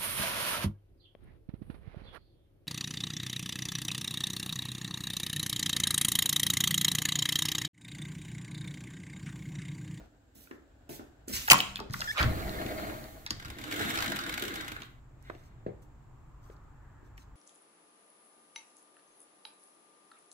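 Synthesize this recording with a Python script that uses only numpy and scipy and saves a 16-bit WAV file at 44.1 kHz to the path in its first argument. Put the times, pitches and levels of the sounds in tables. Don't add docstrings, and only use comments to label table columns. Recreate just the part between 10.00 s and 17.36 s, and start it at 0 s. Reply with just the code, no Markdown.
import sys
import numpy as np
from scipy import signal
from scipy.fft import rfft, irfft, next_fast_len
from scipy.io import wavfile
from scipy.ndimage import uniform_filter1d

SR = 44100
rng = np.random.default_rng(int(sys.argv[2]) if len(sys.argv) > 2 else 0)


def materialize(psi):
    bounded = np.clip(np.atleast_2d(psi).T, -1, 1)
    quanta = np.round(bounded * 32767).astype(np.int16)
    wavfile.write(sys.argv[1], SR, quanta)


def volts_from_decibels(level):
    exponent = np.asarray(level, float) / 20
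    return 10 ** exponent


N = 324443
TIME = np.arange(N) / SR
LEAVES_S, LEAVING_S = 2.94, 1.15


def unit(x):
    return x / np.sqrt(np.mean(x ** 2))


def noise():
    return rng.standard_normal(N)


def ramp(start_s, length_s):
    return np.clip((TIME - start_s) / length_s, 0, 1)


def swell(start_s, rise_s, hold_s, fall_s):
    return ramp(start_s, rise_s) - ramp(start_s + rise_s + hold_s, fall_s)


def curve(rows, column, off=-120):
    rows = np.array(rows)
    return np.interp(TIME, rows[:, 0], rows[:, column], left=off, right=off)


def walk(rate_hz):
    k = int(SR / rate_hz)
    held = np.repeat(rng.standard_normal(N // k + 1), k)
    return unit(uniform_filter1d(uniform_filter1d(held, k), k)[:N])


def grit(rate_hz, spread_db):
    hits = rng.random(N) < rate_hz / SR
    return unit(hits * noise() * volts_from_decibels(spread_db * np.minimum(rng.exponential(size=N), 4)))


def burst(t60, rise, size=16384):
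    t = np.arange(size) / SR
    decay = np.exp(-np.log(1000) * t / max(t60, .003))
    return rng.standard_normal(size) * (1 - np.exp(-t / rise)) * decay


def gain(points, size):
    hz, db = np.transpose(points)
    grid_hz = np.arange(size // 2 + 1) * SR / size
    return volts_from_decibels(np.interp(np.log(grid_hz + 1), np.log(hz), db))


def colour(x, points):
    size = next_fast_len(N)
    points = [(0.97, -99)] + list(points) + [(SR, -150)]
    return unit(irfft(rfft(x, size) * gain(points, size), size)[..., :N])


def band(x, hz, width_hz):
    return signal.lfilter(*signal.iirpeak(hz, hz / width_hz, SR), x)


def steep(x, hz, width_hz):
    return band(band(x, hz, width_hz), hz, 2.0 * width_hz)


def body(x, peaks):
    parts = [volts_from_decibels(db) * band(x, hz, width_hz) for hz, width_hz, db in peaks]
    return unit(sum((-1) ** k * part for k, part in enumerate(parts)))


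def ring(x, modes):
    out = 0
    for hz, db, t60 in modes:
        pole = np.exp(2j * np.pi * hz / SR - np.log(1000) / (t60 * SR))
        out = out + volts_from_decibels(db) * signal.lfilter([1], [1, -pole], x).imag
    return out


def add(out, x, s, db):
    i = int(s * SR)
    out[i:i + len(x)] += (volts_from_decibels(db) * x / np.abs(x).max())[:N - i]


def sheen(points, gate):
    return gate * colour(rng.standard_normal((2, N)), points)


def air(points, split_hz):
    high = signal.butter(1, split_hz, "high", fs=SR)
    mid, side = noise(), noise()
    side = signal.lfilter(*high, side)
    mid = mid - signal.lfilter(*high, mid) * 0.045
    return colour(np.array([mid + side, mid - side]), points)


# f/Hz, level/dB per Hz
HOUSE_SPECTRUM = [(20, -24), (30, -10.5), (59, 1), (110, -7.5), (200, -19), (285, -7), (380, -18.5),
                  (700, -17.5), (1100, -30), (1600, -24), (2000, -33.5), (4000, -39.5), (6000, -50.5)]
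HOUSE_DB, NEARER_DB_PER_S, LEFT_DB = -64, 3, 18.5
LAST_STEP_DB, LAST_STEP_S = 14.5, 0.11


def house():
    level_db = HOUSE_DB + NEARER_DB_PER_S * np.minimum(TIME, LEAVES_S)
    level_db = level_db - LEFT_DB * ramp(LEAVES_S, LEAVING_S)
    level_db = level_db + LAST_STEP_DB * (1 - ramp(0, LAST_STEP_S))
    return volts_from_decibels(level_db + 1.0 * walk(47)) * air(HOUSE_SPECTRUM, 600)


# f/Hz, level/dB per Hz
HISS_SPECTRUM = [(1500, -9.5), (3000, -3), (6000, -5.5), (7500, 5), (8600, -10), (11000, -12), (16000, -9)]
HISS_DB = -81


def hiss():
    return volts_from_decibels(HISS_DB) * colour(rng.standard_normal((2, N)), HISS_SPECTRUM)


# t/s, length/s, rise/s, level/dB, treble over middle/dB
SCUFFS = [(0, 0.057, .001, -78.5, -6), (0.346, 0.096, 0.008, -67.5, 4.5), (.45, 0.1, .01, -77.5, -1),
          (0.891, 0.071, 0.0013, -57, 2.5), (1.272, 0.28, 0.017, -51, 1),
          (1.324, 0.044, 0.011, -40.5, -7.5), (1.566, 0.0056, 0.0085, -58, -7),
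          (1.915, 0.22, 0.016, -54, -3.5), (5.19, 0.286, 0.062, -75.5, -7),
          (5.817, 0.013, 0.0042, -72, -2.5), (6.415, .12, .02, -76.5, -6), (7.036, 0.045, .01, -81.5, -6),
          (7.169, 0.057, 0.0051, -70, -9)]
# f/Hz, level/dB per Hz
SHUFFLE_SPECTRUM = [(590, -32.5), (1000, -9), (1960, -4), (2140, -5), (2510, -3), (7490, 1), (9000, -7.5),
                    (11700, -41.5), (19800, -120)]


def scuffs():
    middle = colour(grit(6000, 2.1), SHUFFLE_SPECTRUM)
    top = colour(grit(8000, 1.4), [(7000, -17.0), (9000, -5.5), (11500, 0.5), (15800, 2.5), (16400, -24.5)])
    out = np.zeros(N)
    for s, length_s, rise_s, db, top_db in SCUFFS:
        lift = np.exp(-np.clip(TIME - s - length_s, 0, 9) / .016)
        out += volts_from_decibels(db) * ramp(s, rise_s) * lift * (middle + volts_from_decibels(top_db) * top)
    return out


# t/s, peak level/dB, f/Hz, slap over thud/dB
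STEPS = [(0.356, -50.5, 236, -25), (0.51, -37, 300, -3), (.893, -33, 300, -20), (.893, -38, 620, -14),
         (.897, -43.5, 150, -28), (1.297, -34.5, 260, -17), (1.0, -46.5, 750, -12), (1.79, -42, 198, -29),
         (0.994, -37.5, 297, -4.5), (1.278, -36, 288, -15), (1.311, -45, 150, -15),
         (1.515, -25.5, 272, -24), (1.52, -34.5, 139, -25), (1.805, -37, 400, -27),
         (1.899, -33.5, 134, -13), (1.954, -37.5, 150, -32), (2.0, -37.5, 700, -5), (2.08, -50, 800, -4),
         (3.315, -40, 120, -36), (4.423, -31, 376, -8), (4.476, -46, 330, -15), (5.298, -36.5, 338, -3.5),
         (5.2987, -35, 650, -8), (5.663, -26, 420, -19.5), (5.683, -36, 420, -26), (5.7, -47, 590, -24),
         (5.35, -48.5, 330, -15), (5.664, -32.5, 138.6, -26.5), (5.82, -49, 150, -14),
         (6.498, -44, 398, -11), (7.028, -47.5, 302, -19)]
HARD_RING_S, SOFTER_DB_PER_DOUBLING, LONGEST_RING_S = 0.044, 10, .45


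def steps():
    out = np.zeros(N)
    for s, db, hz, slap_db in STEPS:
        t60 = min(HARD_RING_S * 2 ** (-slap_db / SOFTER_DB_PER_DOUBLING), LONGEST_RING_S)
        push = burst(t60, rise=0.00063)
        push[:48] += 2.0 * np.hanning(48)
        slap = steep(burst(0.36 * t60, rise=0.00052), 1494, 600) + 0.16 * steep(push, 1100, 760)
        add(out, steep(push, hz, 0.49 * hz), s, db)
        add(out, slap, s, db + slap_db)
    return out


# t/s, peak level/dB, f/Hz
ROOM_CLICKS = [(1.2825, -30.5, 7500), (1.4785, -29, 2900), (1.482, -18.5, 1300), (1.4874, -24.5, 6630),
               (1.582, -29.5, 9060), (1.589, -23.5, 4510), (1.603, -13.5, 2750), (1.7575, -22, 3720),
               (1.769, -28, 2765), (1.791, -31.5, 1245), (1.803, -32, 948), (1.758, -33, 2300),
               (3.299, -44, 4500), (3.314, -37, 4200), (1.801, -31.5, 4470), (1.898, -46, 4210),
               (1.9264, -42, 4170), (1.9355, -27.5, 4400), (1.94, -26, 1420), (1.993, -37, 4860),
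               (2.0054, -25, 4720), (2.0148, -26.5, 4220), (2.043, -34, 4670), (2.1755, -49, 6050),
               (2.2284, -19, 4200), (2.493, -33.5, 3930), (2.614, -38, 1500), (2.662, -35, 2280),
               (2.663, -39, 7000), (2.797, -37, 1500), (2.806, -54, 5000), (2.84, -49, 5000),
               (2.866, -52, 3500), (2.897, -35, 1500), (3.025, -51, 3000), (3.04, -43, 4480),
               (.511, -41, 1700), (.472, -49.5, 1580), (1.478, -28, 12980), (1.477, -30, 2900),
               (1.509, -16.5, 12500), (.511, -58, 7000), (.894, -47, 3000), (2.198, -22, 2000),
               (1.5815, -27.5, 12510), (1.6035, -34, 14500), (1.758, -41.5, 12280), (1.775, -52, 15010),
               (1.908, -42, 5000), (1.918, -48, 5000), (1.936, -32.5, 11000), (2.018, -26, 1850),
               (3.263, -27.5, 4400), (3.2744, -37, 3930), (3.264, -33.5, 1700), (3.3055, -20, 4760),
               (3.307, -31.5, 1500), (3.3092, -27, 4200)]
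# t/s, peak level/dB, f/Hz
PATIO_CLICKS = [(4.764, -31.5, 1700), (4.8195, -32.5, 3000), (4.8195, -39, 1190), (4.832, -42, 3500),
                (4.8325, -47.5, 4200), (5.2255, -54, 7040), (5.298, -36.5, 1100), (5.2985, -43, 1500),
                (5.299, -50, 2013), (5.349, -50, 2200), (5.6645, -61.5, 2250), (6.499, -55.5, 1396),
                (6.499, -64, 3800), (6.565, -60, 4200), (6.64, -68, 5500), (7.177, -54, 5670),
                (7.178, -44.5, 1990)]
CLICK_HZ, CLICK_T60_S = 4013, 0.012
EDGE_DB, ROOM_EDGE_DB_PER_OCTAVE, PATIO_EDGE_DB_PER_OCTAVE = -14.5, 8, 19


def clicks():
    out = np.zeros(N)
    contact = np.pad(np.hanning(5), (8, 4083))
    for rows, slope_db in (ROOM_CLICKS, ROOM_EDGE_DB_PER_OCTAVE), (PATIO_CLICKS, PATIO_EDGE_DB_PER_OCTAVE):
        for s, db, hz in rows:
            t60 = CLICK_T60_S * (CLICK_HZ / hz) ** 0.68
            tick = contact + 0.52 * burst(t60, rise=0.0005, size=4096)
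            edge = burst(0.57 * t60, rise=0.00018, size=4096)
            add(out, steep(tick, hz, 0.43 * hz), s, db)
            add(out, steep(edge, 13000, 9000), s, db + EDGE_DB + slope_db * np.log2(hz / CLICK_HZ))
    return out


# f/Hz, level/dB per Hz
YARD_SPECTRUM = [(20, -4.5), (30, -15.5), (48, -1.5), (70, -12), (127, -8), (190, -25.5), (290, -23),
                 (500, -34.5), (1200, -36.5), (2500, -47.5), (6000, -71.5)]
# t/s, level/dB
GUSTS = [
    (5.55, 2),
    (7.13, 0.5),
]
YARD_DB, OPENS_S, OPENING_S, SHUT_DB, GUST_S = -54, 0.61, 1.1, 26, 0.32


def yard():
    gusts_db = sum(db * swell(s - GUST_S, GUST_S, 0, GUST_S) for s, db in GUSTS)
    level_db = YARD_DB - SHUT_DB * (1 - ramp(OPENS_S, OPENING_S)) + gusts_db
    return volts_from_decibels(level_db) * (TIME > OPENS_S) * air(YARD_SPECTRUM, 480)


# f/Hz, level/dB, t60/s
PANE_MODES = [(60, -6, 0.3), (70.7, -0.5, 0.23), (101, -1, 0.23), (128, 1.5, 0.14), (224.5, -12, 0.13),
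              (293, -15.5, 0.19)]
# t/s, level/dB
PANE_BLOWS = [(1.335, -36), (1.39, -37.5), (1.52, -29), (2.205, -23.5), (2.223, -27), (2.237, -19),
              (2.26, -17.5), (2.28, -24), (3.32, -35), (3.454, -34), (3.501, -35.5), (3.98, -38)]


def pane():
    out, t = np.zeros(N), np.arange(SR) / SR
    for s, db in PANE_BLOWS:
        jolt = rng.standard_normal(SR) * np.exp(-t / 0.005)
        add(out, ring(jolt, PANE_MODES), s, db)
    return signal.lfilter(*signal.butter(2, 42, "high", fs=SR), out)


# t/s, peak level/dB, frame over hook/dB
LATCH = [
    (1.5002, -4.5, -18),
    (1.506, -11.5, -11),
    (1.5093, -10, 0),
    (1.5124, -10.5, -1),
    (1.5153, -3.5, -9),
    (1.5176, -3.5, -9),
    (1.522, -16.5, -7),
    (1.5313, -11.5, -3.5),
    (1.542, -25.5, 10.5),
]
# f/Hz, width/Hz, level/dB
HOOK_PEAKS = [(2540, 300, 3.5), (3058, 150, 4), (4200, 1300, -5), (5600, 600, -5.5), (6600, 600, -3),
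              (7500, 1100, 3), (8500, 5700, -3), (11294, 3700, -10)]
# f/Hz, level/dB, t60/s
FRAME_MODES = [(143, -31, 0.16), (197, -39, 0.82), (413, -24, 0.052), (746, -23, 0.17), (1100, -7, 0.012),
               (1082, -11.5, 0.042), (1300, -7.5, 0.011), (1903, -12, 0.01)]
# t/s, peak level/dB, f/Hz
SPRING = [
    (1.4814, -32.5, 15020),
    (1.509, -15.5, 14470),
    (1.516, -14, 15000),
    (1.532, -24, 14230),
    (1.604, -33, 14900),
    (1.776, -48, 14810),
]
# f/Hz, level/dB per Hz
SHUDDER_SPECTRUM = [(290, -13.5), (500, -4), (1100, -2.5), (1900, -4), (3150, -6), (3750, -15.5),
                    (7600, -15.5), (8600, -31.5), (16000, -33.5)]
HOOK_DETUNE = .07
SPRING_WIDTH_HZ, SPRING_T60_S = 900, 0.037
SHUDDER_S, SHUDDER_DB, SHUDDER_T60_S = 1.52, -26, 0.26


def latch():
    out, thin = np.zeros(N), signal.butter(2, 620, "high", fs=SR)
    for s, db, frame_db in LATCH:
        held = [(hz * (1 + HOOK_DETUNE * rng.standard_normal()), width_hz, mode_db)
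                for hz, width_hz, mode_db in HOOK_PEAKS]
        add(out, body(burst(.009, rise=.0003), held), s, db)
        knock = burst(0.0043, rise=0.00028)
        frame = ring(knock, FRAME_MODES[:4]) + signal.lfilter(*thin, ring(knock, FRAME_MODES[4:]))
        add(out, frame, s, db + frame_db)
    for s, db, hz in SPRING:
        add(out, steep(burst(SPRING_T60_S, rise=0.00039), hz, SPRING_WIDTH_HZ), s, db)
    decay = volts_from_decibels(SHUDDER_DB - 60 * np.maximum(TIME - SHUDDER_S, 0) / SHUDDER_T60_S)
    return out + ramp(SHUDDER_S, .006) * decay * colour(grit(9000, 1.3), SHUDDER_SPECTRUM)


# t/s, length/s, f/Hz, rise at the end/Hz, level/dB
SQUEAK = [
    (2.044, 0.0205, 1470, -70, -45.5),
    (2.075, 0.0073, 1780, -120, -38),
    (2.086, 0.029, 1676, 122, -36.5),
    (2.121, 0.0099, 2200, 60.5, -53),
    (2.129, 0.025, 1730, -28, -59),
]
SQUEAK_EDGE_S = 0.0022


def squeak():
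    out, wobble = np.zeros(N), 1 + 0.0096 * walk(350)
    for s, length_s, hz, bend_hz, db in SQUEAK:
        along = ramp(s, length_s)
        phase = 2 * np.pi * np.cumsum((hz + bend_hz * along ** 1.8) * wobble) / SR
        shape = swell(s - SQUEAK_EDGE_S, SQUEAK_EDGE_S, length_s, SQUEAK_EDGE_S) ** 2
        shape = shape * volts_from_decibels(3.5 * (along + 0.5))
        overtones = 1.3 * np.sin(2 * phase) + np.sin(3 * phase)
        out += 1.4 * volts_from_decibels(db) * shape * (np.sin(phase) + volts_from_decibels(2 * db + 60) * overtones)
    return out


SEAL_S, SEAL_RISE_S, SEAL_HOLD_S, SEAL_FALL_S = 2.143, .038, 0.036, 0.09
SEAL_DB, SEAL_DEPTH_DB, SEAL_DARKENS_S = -31.5, 25, 0.035


def seal():
    crackle = grit(6000, 1.8)
    high = 0.34 * (1 - ramp(SEAL_S, SEAL_DARKENS_S))
    rip = high * unit(steep(crackle, 1800, 900)) + (1 - high) * unit(steep(crackle, 1300, 1200))
    rip = rip + volts_from_decibels(-4) * band(crackle, 2400, 1500) + volts_from_decibels(-19) * crackle
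    tear = swell(SEAL_S, SEAL_RISE_S, SEAL_HOLD_S, SEAL_FALL_S)
    return volts_from_decibels(SEAL_DB + SEAL_DEPTH_DB * (tear ** 1.1 - 1)) * (tear > 0) * rip


FULL_SPEED_DB = -40
# t/s, level/dB
GLASS_EFFORT = [
    (2.2, -37.5),
    (2.278, -42.5),
    (2.414, -42),
    (2.7, -41.5),
    (2.904, -44.5),
    (3.206, -60.5),
    (3.26, -63),
]
# f/Hz, width/Hz, level/dB
GLASS_BODY = [(150, 14, -5.5), (200, 59, -2), (300, 66, 1), (410, 76, -2.5), (505.8, 110, -6),
              (625, 70, 0.5), (740, 100, -3), (998, 630, -15)]
# f/Hz, width/Hz, level/dB
GLASS_RAIL = [(1070, 250, -4), (1500, 660, -1.5), (2200, 400, -1), (3000, 1100, -13), (4270, 480, -7)]
# f/Hz, level/dB per Hz
GLASS_DUST = [(3500, -6.5), (5100, -11.5), (6300, -6.5), (7500, -6.5), (9200, -11), (11000, -7),
              (11700, -6.5), (15900, -3.5)]
GLASS_SCRAPE_DB, GLASS_DUST_DB, GLASS_DUST_SHARE = -7.5, -51.5, 0.5
DRONE_DB, SHAKEN_DB, SHAKEN_S, SETTLES_S = -8, 19, 2.28, 0.13


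def glass_door():
    effort_db = curve(GLASS_EFFORT, 1)
    bumps = volts_from_decibels(1.2 * walk(70))
    drone_db = DRONE_DB + SHAKEN_DB * np.exp(-np.abs(TIME - SHAKEN_S) / SETTLES_S)
    drone = unit(ring(noise(), PANE_MODES)) * volts_from_decibels(drone_db)
    scrape = body(grit(5800, 1.35), GLASS_RAIL) * volts_from_decibels(GLASS_SCRAPE_DB)
    frame = body(grit(6000, 2.0), GLASS_BODY)
    dust_db = GLASS_DUST_DB + GLASS_DUST_SHARE * (effort_db - FULL_SPEED_DB)
    dust = sheen(GLASS_DUST, volts_from_decibels(dust_db) * (effort_db > -99))
    return volts_from_decibels(effort_db) * (bumps * (frame + scrape) + drone), dust


# f/Hz, width/Hz, level/dB
TYRE_PEAKS = [(620, 200, -8), (876, 170, 6.5), (1050, 220, 7.5), (1187, 310, 5), (1335, 450, 8.5),
              (1700, 466, 8)]
ROAD_DB, ROAD_DEPTH_DB = -68, 6.5
ROAD_S, ROAD_RISE_S, ROAD_HOLD_S, ROAD_FALL_S = 6.4, 0.063, 1, 0.77
BRIGHTENS_S_PER_OCTAVE, CREST_S, CREST_DB, CREST_WIDTH_S = 1.19, 5.84, 11, 0.23


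def road():
    roar = np.zeros((2, N))
    for hz, width_hz, db in TYRE_PEAKS:
        crest_s = CREST_S + BRIGHTENS_S_PER_OCTAVE * np.log2(hz / TYRE_PEAKS[1][0])
        crest_db = CREST_DB * np.exp(-((TIME - crest_s) / CREST_WIDTH_S) ** 2)
        source = noise() + 0.84 * rng.standard_normal((2, N))
        roar += volts_from_decibels(db + 1.2 * walk(5.2) + crest_db) * steep(source, hz, width_hz)
    level_db = ROAD_DB + ROAD_DEPTH_DB * (swell(ROAD_S, ROAD_RISE_S, ROAD_HOLD_S, ROAD_FALL_S) - 1)
    far = colour(roar, [(300, 6), (700, 7.5), (1900, -12.0), (3000, -23)])
    return volts_from_decibels(level_db) * ramp(LEAVES_S, LEAVING_S) * far


# t/s, level/dB
SCREEN_EFFORT = [
    (3.308, -42),
    (3.342, -60),
    (3.622, -48.5),
    (3.806, -33),
    (4.2, -40.5),
    (4.582, -41),
    (4.842, -50.5),
    (4.872, -56),
    (5.0, -77.5),
]
# f/Hz, width/Hz, level/dB
SCREEN_BODY = [(95, 18, -5), (150, 38, -4.5), (203, 41, -1.5), (285, 59, 2.5), (420, 174, -6.5),
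               (700, 160, -9)]
# t/s, peak level/dB, mesh tick level/dB
KNOCKS = [(3.3674, -56, -65), (3.3978, -37, -61), (3.424, -37.5, -62), (3.4473, -34.5, -59),
          (3.4544, -36, -64), (3.482, -46, -56), (3.5012, -36, -45.5), (3.5349, -49, -70),
          (3.5853, -36, -50), (3.6135, -36, -52), (3.6385, -32, -49), (3.6777, -41, -62),
          (3.6977, -50, -65), (3.7118, -34, -47), (3.7232, -27, -44), (3.7394, -38, -46),
          (3.7614, -34.5, -43), (3.7934, -28.5, -47), (3.8114, -29, -43), (3.8224, -37, -44),
          (3.8574, -39, -54), (3.8744, -41, -59), (3.888, -36, -54), (3.9015, -26, -60), (3.9194, -36, -60),
          (3.9394, -31, -52), (3.9554, -28, -54), (3.9729, -22, -48), (3.9866, -22, -53),
          (4.0044, -25, -50), (4.0228, -23.5, -37), (4.0417, -26, -46), (4.0607, -28, -37),
          (4.0784, -27.5, -46), (4.1002, -35, -42), (4.1187, -26, -40), (4.1603, -38, -39),
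          (4.1664, -35, -42), (4.1878, -25.5, -58), (4.2122, -33, -65), (4.2365, -30, -51),
          (4.2632, -29.5, -54), (4.294, -30, -41), (4.3236, -29, -54), (4.3394, -27, -38),
          (4.3765, -28, -40), (4.3958, -35, -40), (4.4229, -32.5, -33), (4.4364, -32, -44),
          (4.4514, -34.5, -43), (4.4802, -32, -44), (4.5388, -35, -44), (4.5567, -28.5, -42),
          (4.6083, -32, -51), (4.6454, -39, -59), (4.6798, -28.5, -42.5), (4.7182, -35.5, -44),
          (4.8027, -48, -65)]
# f/Hz, width/Hz, level/dB
SCREEN_RAIL = [(1100, 410, -9.5), (1530, 270, -0.5), (2120, 410, -6), (2900, 200, -11.5), (3742, 320, -9),
               (4400, 110, -15.5)]
# f/Hz, level/dB per Hz
SCREEN_DUST = [(3500, 4.5), (4800, -10.5), (7500, -5), (9500, -13.5), (11800, -8.5), (15900, -10)]
RUMBLE_DB, RUMBLE_SHARE, RUMBLE_FADES_DB_PER_S = -44, 0.89, 4.5
SCREEN_DUST_DB, SCREEN_DUST_SHARE, DUST_FADES_DB_PER_S = -47.5, 0.96, 2
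KNOCK_DB, MESH_DB, MESH_TICK_S = 5.5, 2.5, 0.0042
COAST_DB, COAST_S, COAST_RISE_S, COAST_FALL_S = -72.5, 5.17, 0.098, 0.51


def screen_door():
    effort_db, rolled_s = curve(SCREEN_EFFORT, 1), TIME - SCREEN_EFFORT[0][0]
    speed_db, moving = effort_db - FULL_SPEED_DB, effort_db > -99
    scrape = volts_from_decibels(-6.5 + 1.1 * walk(50)) * body(grit(6000, 1.489), SCREEN_RAIL)
    rumble_db = RUMBLE_DB + RUMBLE_SHARE * speed_db - RUMBLE_FADES_DB_PER_S * rolled_s
    rumble = body(grit(1000, 0.52), SCREEN_BODY) * volts_from_decibels(rumble_db + 0.61 * walk(60))
    dust_db = SCREEN_DUST_DB + SCREEN_DUST_SHARE * speed_db - DUST_FADES_DB_PER_S * rolled_s
    dust = moving * volts_from_decibels(dust_db + 2.1 * walk(72))
    knocks, mesh = np.zeros(N), np.zeros(N)
    for s, db, mesh_db in KNOCKS:
        add(knocks, burst(0.026, rise=0.00076, size=2048), s, db + KNOCK_DB)
        add(mesh, np.exp(-np.arange(2048) / SR / MESH_TICK_S), s, mesh_db + MESH_DB)
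    rattle = sum(volts_from_decibels(db + 9) * band(knocks, hz, width_hz) for hz, width_hz, db in SCREEN_RAIL)
    coasting = swell(COAST_S, COAST_RISE_S, 0, COAST_FALL_S)
    coast = volts_from_decibels(COAST_DB + 4.0 + 27.0 * (coasting - 0.5)) * (coasting > 0) * band(scrape, 2200, 2300)
    return volts_from_decibels(effort_db) * scrape + moving * rumble + rattle + coast, sheen(SCREEN_DUST, dust + mesh)


def tail(t60, top_hz, size=SR, count=1):
    t = np.arange(size) / SR
    decay = np.exp(-np.log(1000) * t / t60) * (t > .0004)
    mid, side = rng.standard_normal((2, count, size)) * decay
    side = signal.lfilter(*signal.butter(1, 350, "high", fs=SR), side)
    both = signal.lfilter(*signal.butter(1, top_hz, fs=SR), np.array([mid + side, mid - side]))
    return both / np.sqrt((both ** 2).sum(axis=(0, 2), keepdims=True) / 2)


WALLS_FADE_DB_PER_S, SILL_S, SILL_DB = -0.48, 4.89, 10


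def space(x, near_db, wet_db, t60, lag, scatter_s):
    hop = 768
    out = np.array([np.roll(x, int(lag)), x])
    walls = volts_from_decibels(-WALLS_FADE_DB_PER_S * TIME - SILL_DB * ramp(SILL_S, 0.31))
    out += signal.fftconvolve((x * walls)[None], volts_from_decibels(wet_db) * tail(t60, 4000)[:, 0], axes=1)[:, :N]
    count = N // hop + 1
    blocks = np.pad(x, (hop, count * hop - N)).reshape(-1, hop)
    window = np.sin(np.pi * np.arange(2 * hop) / (2 * hop))
    pieces = np.hstack([blocks[:-1], blocks[1:]]) * window
    patterns = tail(scatter_s, 20000, size=hop + 1, count=count)
    spread = signal.fftconvolve(pieces[None], patterns, axes=2)
    near = np.zeros((2, count + 2, hop))
    for k in range(3):
        near[:, k:k + count] += spread[..., k * hop:(k + 1) * hop]
    return out + volts_from_decibels(near_db) * near.reshape(2, -1)[:, hop:hop + N]


def scene():
    background = house() + hiss() + yard() + road()
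    feet = space(steps() + scuffs(), -5.5, -4.5, 0.4, lag=21.0, scatter_s=0.01)
    hits = space(clicks(), -5, -12.0, 0.37, lag=13.0, scatter_s=0.0081)
    hits += space(latch() + seal(), 0.13, -13.5, 0.49, lag=8.0, scatter_s=0.0055)
    close = space(pane() + squeak(), -14, -22, .4, lag=18.0, scatter_s=.03)
    (glass, glass_hiss), (screen, screen_hiss) = glass_door(), screen_door()
    rolling = glass_hiss + screen_hiss + space(glass + screen, -4, -9, .3, lag=17.0, scatter_s=.008)
    return hits + feet + rolling + close + background


def low_pass(x):
    return signal.sosfilt(signal.butter(12, 16580, fs=SR, output="sos"), x)


# f/Hz, left minus right/dB
PORT_SHADE = [(30, 0), (5000, 0.5), (9000, -1.5), (12000, -9), (20000, 0.5)]


def record(dry):
    size = next_fast_len(N)
    shade = np.sqrt(gain(PORT_SHADE, size))
    ports = irfft(rfft(dry, size) * np.array([shade, 1 / shade]), size)[:, :N]
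    ports = signal.sosfilt(signal.ellip(12, .3, 50, 15750, fs=SR, output="sos"), ports)
    mix = 1.388 * np.tanh(ports / 1.22)
    return low_pass(mix)


dry = scene()
out = record(dry)
materialize(out)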